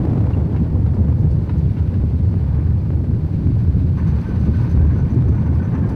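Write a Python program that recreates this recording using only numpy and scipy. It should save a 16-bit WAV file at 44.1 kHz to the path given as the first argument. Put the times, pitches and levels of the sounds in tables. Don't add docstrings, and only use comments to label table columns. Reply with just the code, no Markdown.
import sys
import numpy as np
from scipy import signal
from scipy.fft import rfft, irfft
from scipy.io import wavfile

SR = 44100
rng = np.random.default_rng(int(sys.argv[2]) if len(sys.argv) > 2 else 0)


def log_audio(samples):
    frames = np.atleast_2d(samples).T
    limited = np.clip(frames, -1, 1)
    pcm = np.round(limited * 32767).astype(np.int16)
    wavfile.write(sys.argv[1], SR, pcm)


N = 262395
TIME = np.arange(N) / SR
FREQS = np.fft.rfftfreq(N, 1 / SR)
GUIDE_TOUCH_S = 3.968
# pitch_hz, width_hz, level_db
RIM_MODE = (6000, 480, 0)


def undb(db):
    return 10 ** (np.asarray(db) / 20)


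def unit(x):
    return x / np.sqrt(np.mean(x ** 2))


def curve(rows):
    return undb(np.interp(TIME, *np.transpose(rows)))


def bump(centre_s, length_s):
    return .5 ** ((2 * (TIME - centre_s) / length_s) ** 2)


def swell(start_s, length_s):
    age = 4 * np.maximum(TIME - start_s, 0) / length_s
    return age * np.exp(1 - age)


def decay(age_s, t60_s):
    return np.exp(-np.log(1000) * age_s / t60_s)


def noise():
    return rng.standard_normal(N)


def walk(rate_hz):
    return unit(irfft(rfft(noise()) * np.exp(-(FREQS / rate_hz) ** 2), N))


def wavering_clock(spread, rate_hz):
    return np.cumsum(1 + spread * walk(rate_hz)) / SR


def colour(x, points):
    hz, db = np.transpose(points)
    gain = undb(np.interp(np.log(FREQS + 1), np.log(hz), db)) / np.maximum(FREQS / hz[-1], 1) ** 2
    return irfft(rfft(x) * gain, N)


def ring(x, modes):
    out = 0
    for hz, width, db in modes:
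        b, a = signal.iirpeak(hz, hz / width, fs=SR)
        out = out + undb(db) * signal.lfilter(b, a, signal.lfilter(b, a, x))
    return out


def pace(growth_db):
    # time_s, share_of_starting_speed
    speed = [(0.0, 1.0), (0.3, 0.91), (1.0, 0.86), (1.5, 0.74), (2.4, 0.74), (3.0, 0.73), (4.0, 0.7),
             (4.6, 0.8), (5.3, 0.81), (5.95, 0.98)]
    return undb(growth_db * np.log2(np.interp(TIME, *np.transpose(speed))))


def wind(boom_db=-17.5, flutter_db=-27.5):
    # freq_hz, gain_db
    boom_eq = [(22, -28), (32, -10), (43, -10.5), (52, -9.5), (60, -6.5), (69, 1), (79, 4.5), (97, -0.5),
               (120, -0.5), (145, -4), (172, -6), (200, -19.5), (300, -31.5), (800, -78.5)]
    flutter_eq = [(120, -26.5), (200, 4.5), (270, 0.5), (350, -7.5), (500, -20), (1000, -51.5),
                  (2000, -52.5)]
    # time_s, boom_gain_db
    exposure = [(0.0, -0.5), (1.2, -0.5), (1.6, 0), (2.2, -1.5), (2.8, -1), (3.7, -0.5), (4.4, -0.5),
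                (5.1, 2), (5.95, -2)]
    # centre_s, depth_db
    lulls = [(0.31, -2), (1.474, -9.5), (1.74, -5.5), (2.809, -2.5), (3.051, -4.5), (3.31, -2),
             (4.001, -5.5), (4.229, -13), (5.08, -1.5)]
    # centre_s, length_s, boom_gain_db, flutter_gain_db
    gusts = [(1.01, 0.057, 2.5, 5), (1.26, 0.13, 3.5, 4.5), (2.034, 0.063, 2.5, 8.5),
             (2.23, 0.094, 3.5, -2.5), (3.145, 0.044, 3.5, 7), (3.48, 0.092, 6.5, 6.5),
             (3.797, 0.2, 2, 3.5), (4.097, 0.11, 4, 0), (4.489, 0.038, 4, 8), (4.79, 0.096, 5, 4.5),
             (5.161, 0.045, -2, 8.5), (5.28, 0.11, 2, 7)]
    boom = unit(colour(noise(), boom_eq) * undb(-0.07 * walk(12)))
    flutter = unit(colour(noise() * undb(2 * walk(53) + .5 * walk(18)), flutter_eq))
    flow_db = np.interp(TIME, *np.transpose(exposure))
    flow_db += sum(db * bump(at, length_s=.045) for at, db in lulls)
    boom *= undb(boom_db + flow_db + sum(db * bump(at, length) for at, length, db, _ in gusts))
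    flutter *= undb(flutter_db + sum(db * bump(at, length) for at, length, _, db in gusts))
    return boom * pace(growth_db=-0.5) + flutter * pace(growth_db=11.5)


def air_rush(flutter_db=1.36):
    # freq_hz, gain_db
    hiss_eq = [(600, -4.5), (1100, 9), (1350, 8.5), (1500, 13.5), (1750, 7.5), (2400, 7.5), (3300, 0.5),
               (4500, 2.5), (5400, -7.5), (6200, -6), (6900, -18.5), (7900, -14), (8700, -16), (12000, -18)]
    # time_s, level_db
    hiss_levels = [(0.0, -64), (1.15, -63), (1.7, -59.5), (2.6, -61.5), (3.1, -62), (3.45, -59.5),
                   (3.9, -60), (4.05, -57), (4.65, -55.5), (4.9, -59.5), (5.95, -64)]
    return unit(colour(noise(), hiss_eq) * undb(flutter_db * walk(30))) * curve(hiss_levels)


def road_wheels(rumble_db=-36, throb_db=-0.2, rough_db=2.0, turn_hz=19, drift=0.067):
    # freq_hz, gain_db
    rumble_eq = [(120, -5), (300, 2.5), (450, 1.5), (680, -7.5), (950, -10), (1300, -19), (1500, -20),
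                 (1750, -22.5), (2500, -31), (4000, -39)]
    turn = 2 * np.pi * np.cumsum(turn_hz * (1 + drift * walk(1.8))) / SR
    load = undb(throb_db * (np.sin(turn) + np.sin(2 * turn)) + rough_db * walk(79))
    return undb(rumble_db) * unit(colour(noise() * load, rumble_eq)) * pace(growth_db=12.5)


def banking(roar_db=-26, rough_db=4.0, ease_s=0.52):
    # freq_hz, gain_db
    roar_eq = [(130, -13), (210, 5.5), (300, -1.5), (420, -6), (560, -13), (800, -13.5), (1050, -24)]
    roar = unit(colour(noise() * undb(rough_db * walk(79)), roar_eq))
    return undb(roar_db) * roar * bump(0, 2 * ease_s)


def electronics(whine_gain_db=1, hiss_db=-74):
    # pitch_hz, level_db
    partials = [(4350, -78.5), (4500, -89), (4650, -82.5), (4800, -85), (4950, -85), (5100, -85.5),
                (5400, -82), (5700, -86), (5850, -91), (6000, -88.5), (7200, -85.5), (7500, -88),
                (7800, -84.5), (7950, -94.5), (8100, -89), (8850, -93), (9600, -84.5), (10800, -84),
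                (10950, -89), (11550, -85.5), (13050, -90.5), (14850, -88.5)]
    tones = sum(np.sqrt(2) * undb(db) * np.sin(2 * np.pi * (hz * TIME + rng.random()))
                for hz, db in partials)
    return undb(whine_gain_db) * tones + undb(hiss_db) * noise()


def eddy_pops(relax_s=0.0035):
    # centre_s, level_db, snap_s
    bursts = [(0.068, -19, 0.00033), (0.1169, -12, 0.00055), (0.235, -13, 0.00047), (2.0389, -3.5, 0.0012),
              (2.342, -22.5, 0.00011), (2.9051, -25, .00009), (3.151, -12, .0008), (3.4718, -16, 0.00014),
              (3.748, -17, 0.00042), (4.775, -18.5, 0.00013), (5.165, -24, 0.00017), (5.224, -24, 0.000068),
              (5.257, -22.5, .00018), (5.282, -22.5, .0003), (5.345, -19, 0.00025)]
    out = 0
    for at, db, snap_s in bursts:
        apart = np.abs(TIME - at)
        pressure = np.sign(at - TIME) * (1 - np.exp(-apart / snap_s)) * np.exp(-apart / relax_s)
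        out = out + undb(db) * pressure
    return out


def clacks(buzz_gain_db=-6, clink_gain_db=-6, frame_gain_db=-2, attack_s=0.00051, sag_per_s=3.5):
    # start_s, clink_db, t60_s, clink_hz, buzz_db, blow_db
    hits = [(0.334, -35.5, 0.063, 2830, -38.5, -49), (0.562, -53, 0.12, 2840, -36, -46),
            (0.861, -51, 0.13, 3950, -43, -50.5), (1.095, -58, 0.082, 2790, -43, -56),
            (1.494, -51, 0.097, 3880, -35, -38), (1.767, -59, 0.28, 2580, -40, -50),
            (1.94, -61, 0.11, 4100, -38.5, -51)]
    # pitch_hz, width_hz, level_db
    buzz_modes = [(980, 80, 11), (1450, 1000, 3.5), (2130, 150, 0.5), (2650, 390, -1), (3720, 680, -13.5)]
    # pitch_hz, level_db, t60_s
    frame_modes = [(942, -1, 0.066), (1260, -8, 0.12), (1680, -10, 0.064), (2060, -8.5, .1),
                   (2310, -10, .06), (2540, -8, .07), (2980, -14.5, .06), (3830, -18.5, 0.1)]
    buzz = unit(ring(noise(), buzz_modes))
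    clock, rasp = wavering_clock(.014, 250), undb(3 * walk(200))
    fittings, blows = np.zeros(N), np.zeros(N)
    for start_s, clink_db, t60_s, clink_hz, buzz_db, blow_db in hits:
        age = np.maximum(TIME - start_s, 0)
        shake = np.minimum(age / attack_s, 1) * decay(age, t60_s)
        clink = rasp * np.sin(2 * np.pi * clink_hz * (clock - sag_per_s * age ** 2 / 2))
        fittings += shake * (undb(buzz_gain_db + buzz_db) * buzz + undb(clink_gain_db + clink_db) * clink)
        blows[int(start_s * SR)] = undb(blow_db)
    age = TIME[:SR // 2]
    frame = sum(undb(db) * rng.choice([-1, 1]) * np.sin(2 * np.pi * hz * age) * decay(age, t60_s)
                for hz, db, t60_s in frame_modes)
    return fittings + undb(frame_gain_db) * signal.fftconvolve(blows, frame)[:N]


def scrubs(rim_gain_db=1.5, sizzle_gain_db=5, grit_db=4, lead_s=.002):
    # time_s, rim_db, sizzle_db
    slips = [(0.934, -68, -60), (1.19, -61.5, -62), (1.303, -62, -58.5), (1.573, -63, -60),
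             (3.977, -57, -65), (4.07, -54, -56.5), (4.197, -60, -60), (4.274, -59, -66), (4.396, -60, -61),
             (4.439, -62, -69), (4.555, -61, -60), (4.613, -65, -57), (4.695, -52, -56.5),
             (4.98, -54, -73.5), (5.1, -56.5, -65), (5.28, -59, -64.5), (5.549, -70, -60),
             (5.63, -56.5, -72), (5.885, -59, -57)]
    # pitch_hz, width_hz, level_db
    sizzle_modes = [(4600, 1400, 4.5), (7800, 1200, -4), (9600, 900, -3.5), (11300, 1000, -4)]
    grit = noise() * undb(grit_db * walk(220))
    rim = undb(rim_gain_db) * unit(ring(grit, [RIM_MODE]))
    sizzle = undb(sizzle_gain_db) * unit(ring(grit, sizzle_modes))
    return sum(swell(at - lead_s, length_s=.045) * (undb(rim_db) * rim + undb(sizzle_db) * sizzle)
               for at, rim_db, sizzle_db in slips)


def guide_load(attack_s=.004):
    # time_s, level_db
    curve_load = [(3.98, -42), (4.17, -49.5), (4.28, -46), (4.5, -47), (4.65, -44), (4.95, -46.5),
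                  (5.25, -48.5), (5.45, -44.5), (5.95, -44.5)]
    brush = undb(-48) * bump(centre_s=2.56, length_s=0.29)
    return brush + np.clip((TIME - GUIDE_TOUCH_S) / attack_s, 0, 1) * curve(curve_load)


def guide_wheels(ring_db=-6, chirp_db=-29, chatter_db=3.0):
    # freq_hz, gain_db
    roar_eq = [(500, -9.5), (900, 9.5), (1200, 7), (1400, -2), (1800, -2), (2000, -5), (2350, -5),
               (3000, -16), (6000, -37)]
    # pitch_hz, width_hz, level_db
    wheel_modes = [(902, 110, 6), (1520, 79, -2.5), (1620, 73, -6.5), (1763, 110, -1.5), (6050, 360, -32.5)]
    contact = guide_load() * undb(chatter_db * walk(35))
    roar = unit(colour(noise(), roar_eq))
    ringing = unit(sum(ring(noise() * undb(3 * walk(29)), [mode]) for mode in wheel_modes))
    chirping = unit(ring(noise() * undb(5 * walk(45)), [RIM_MODE])) * (TIME > GUIDE_TOUCH_S)
    return (roar + undb(ring_db) * ringing + undb(chirp_db) * chirping) * contact


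def wheel_whine(gain_db=-11.5, drift=.007, jitter=.006, rough_db=4):
    # pitch_hz, level_db
    wheel_tones = [(1500, 1), (1615, -1), (1760, -7.5)]
    out = 0
    for hz, db in wheel_tones:
        clock = wavering_clock(drift, 10) + wavering_clock(jitter, 150) - TIME
        out = out + undb(db + rough_db * walk(45)) * np.sin(2 * np.pi * hz * clock)
    return undb(gain_db) * unit(out) * guide_load()


def body_drone(level_db=-26, pitch_hz=173.2, width_hz=45):
    hum = unit(ring(noise(), [(pitch_hz, width_hz, 0)]))
    return undb(level_db) * hum * bump(centre_s=4.15, length_s=1)


def squeals(waver=0.0161, rough_db=4.0):
    # start_s, level_db, pitch_hz
    grips = [(4.25, -35.5, 1530), (4.53, -36.5, 1520), (4.62, -46.5, 1490), (4.79, -42, 1570),
             (4.89, -41, 1640), (4.95, -39.5, 1490), (5.326, -45.5, 1480), (5.457, -43, 1505),
             (5.595, -39.5, 1502), (5.70, -43.5, 1640), (5.82, -37.5, 1610)]
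    clock = wavering_clock(waver, 111)
    tones = sum(undb(db) * swell(start, length_s=.08) * np.sin(2 * np.pi * hz * clock)
                for start, db, hz in grips)
    return tones * undb(rough_db * walk(90))


def grit_ticks(centre_hz=6000, width_hz=7000, t60_s=0.006):
    # start_s, level_db
    grains = [(4.497, -47), (5.147, -49), (5.174, -46), (5.291, -55), (5.321, -57)]
    snaps = sum(undb(db) * (TIME > start) * decay(np.abs(TIME - start), t60_s) for start, db in grains)
    return snaps * unit(ring(noise(), [(centre_hz, width_hz, 0)]))


def scene():
    air = undb(3) * wind() + undb(5) * air_rush() + eddy_pops()
    rolling = undb(3.5) * road_wheels() + banking() + body_drone()
    guiding = undb(-1) * guide_wheels() + wheel_whine()
    accents = undb(-6) * scrubs() + undb(-5.5) * squeals() + undb(1) * clacks() + grit_ticks()
    return (air + rolling + guiding + accents)[None]


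def record(dry, ceiling=0.54, bias=0.017, low_cut_hz=45, top_cut_hz=15700, fade_s=.002):
    pressure = dry - bias
    rounded = pressure / (1 + (pressure / ceiling) ** 4) ** (1 / 4) + bias
    low_cut = signal.butter(1, low_cut_hz, "high", fs=SR, output="sos")
    top_cut = signal.ellip(10, .1, 80, top_cut_hz, fs=SR, output="sos")
    thinned = signal.sosfilt(low_cut, rounded + electronics())
    fade = np.clip(np.minimum(TIME, TIME[-1] - TIME) / fade_s, 0, 1)
    return signal.sosfilt(top_cut, thinned * fade)


dry = scene()
out = record(dry)
log_audio(out)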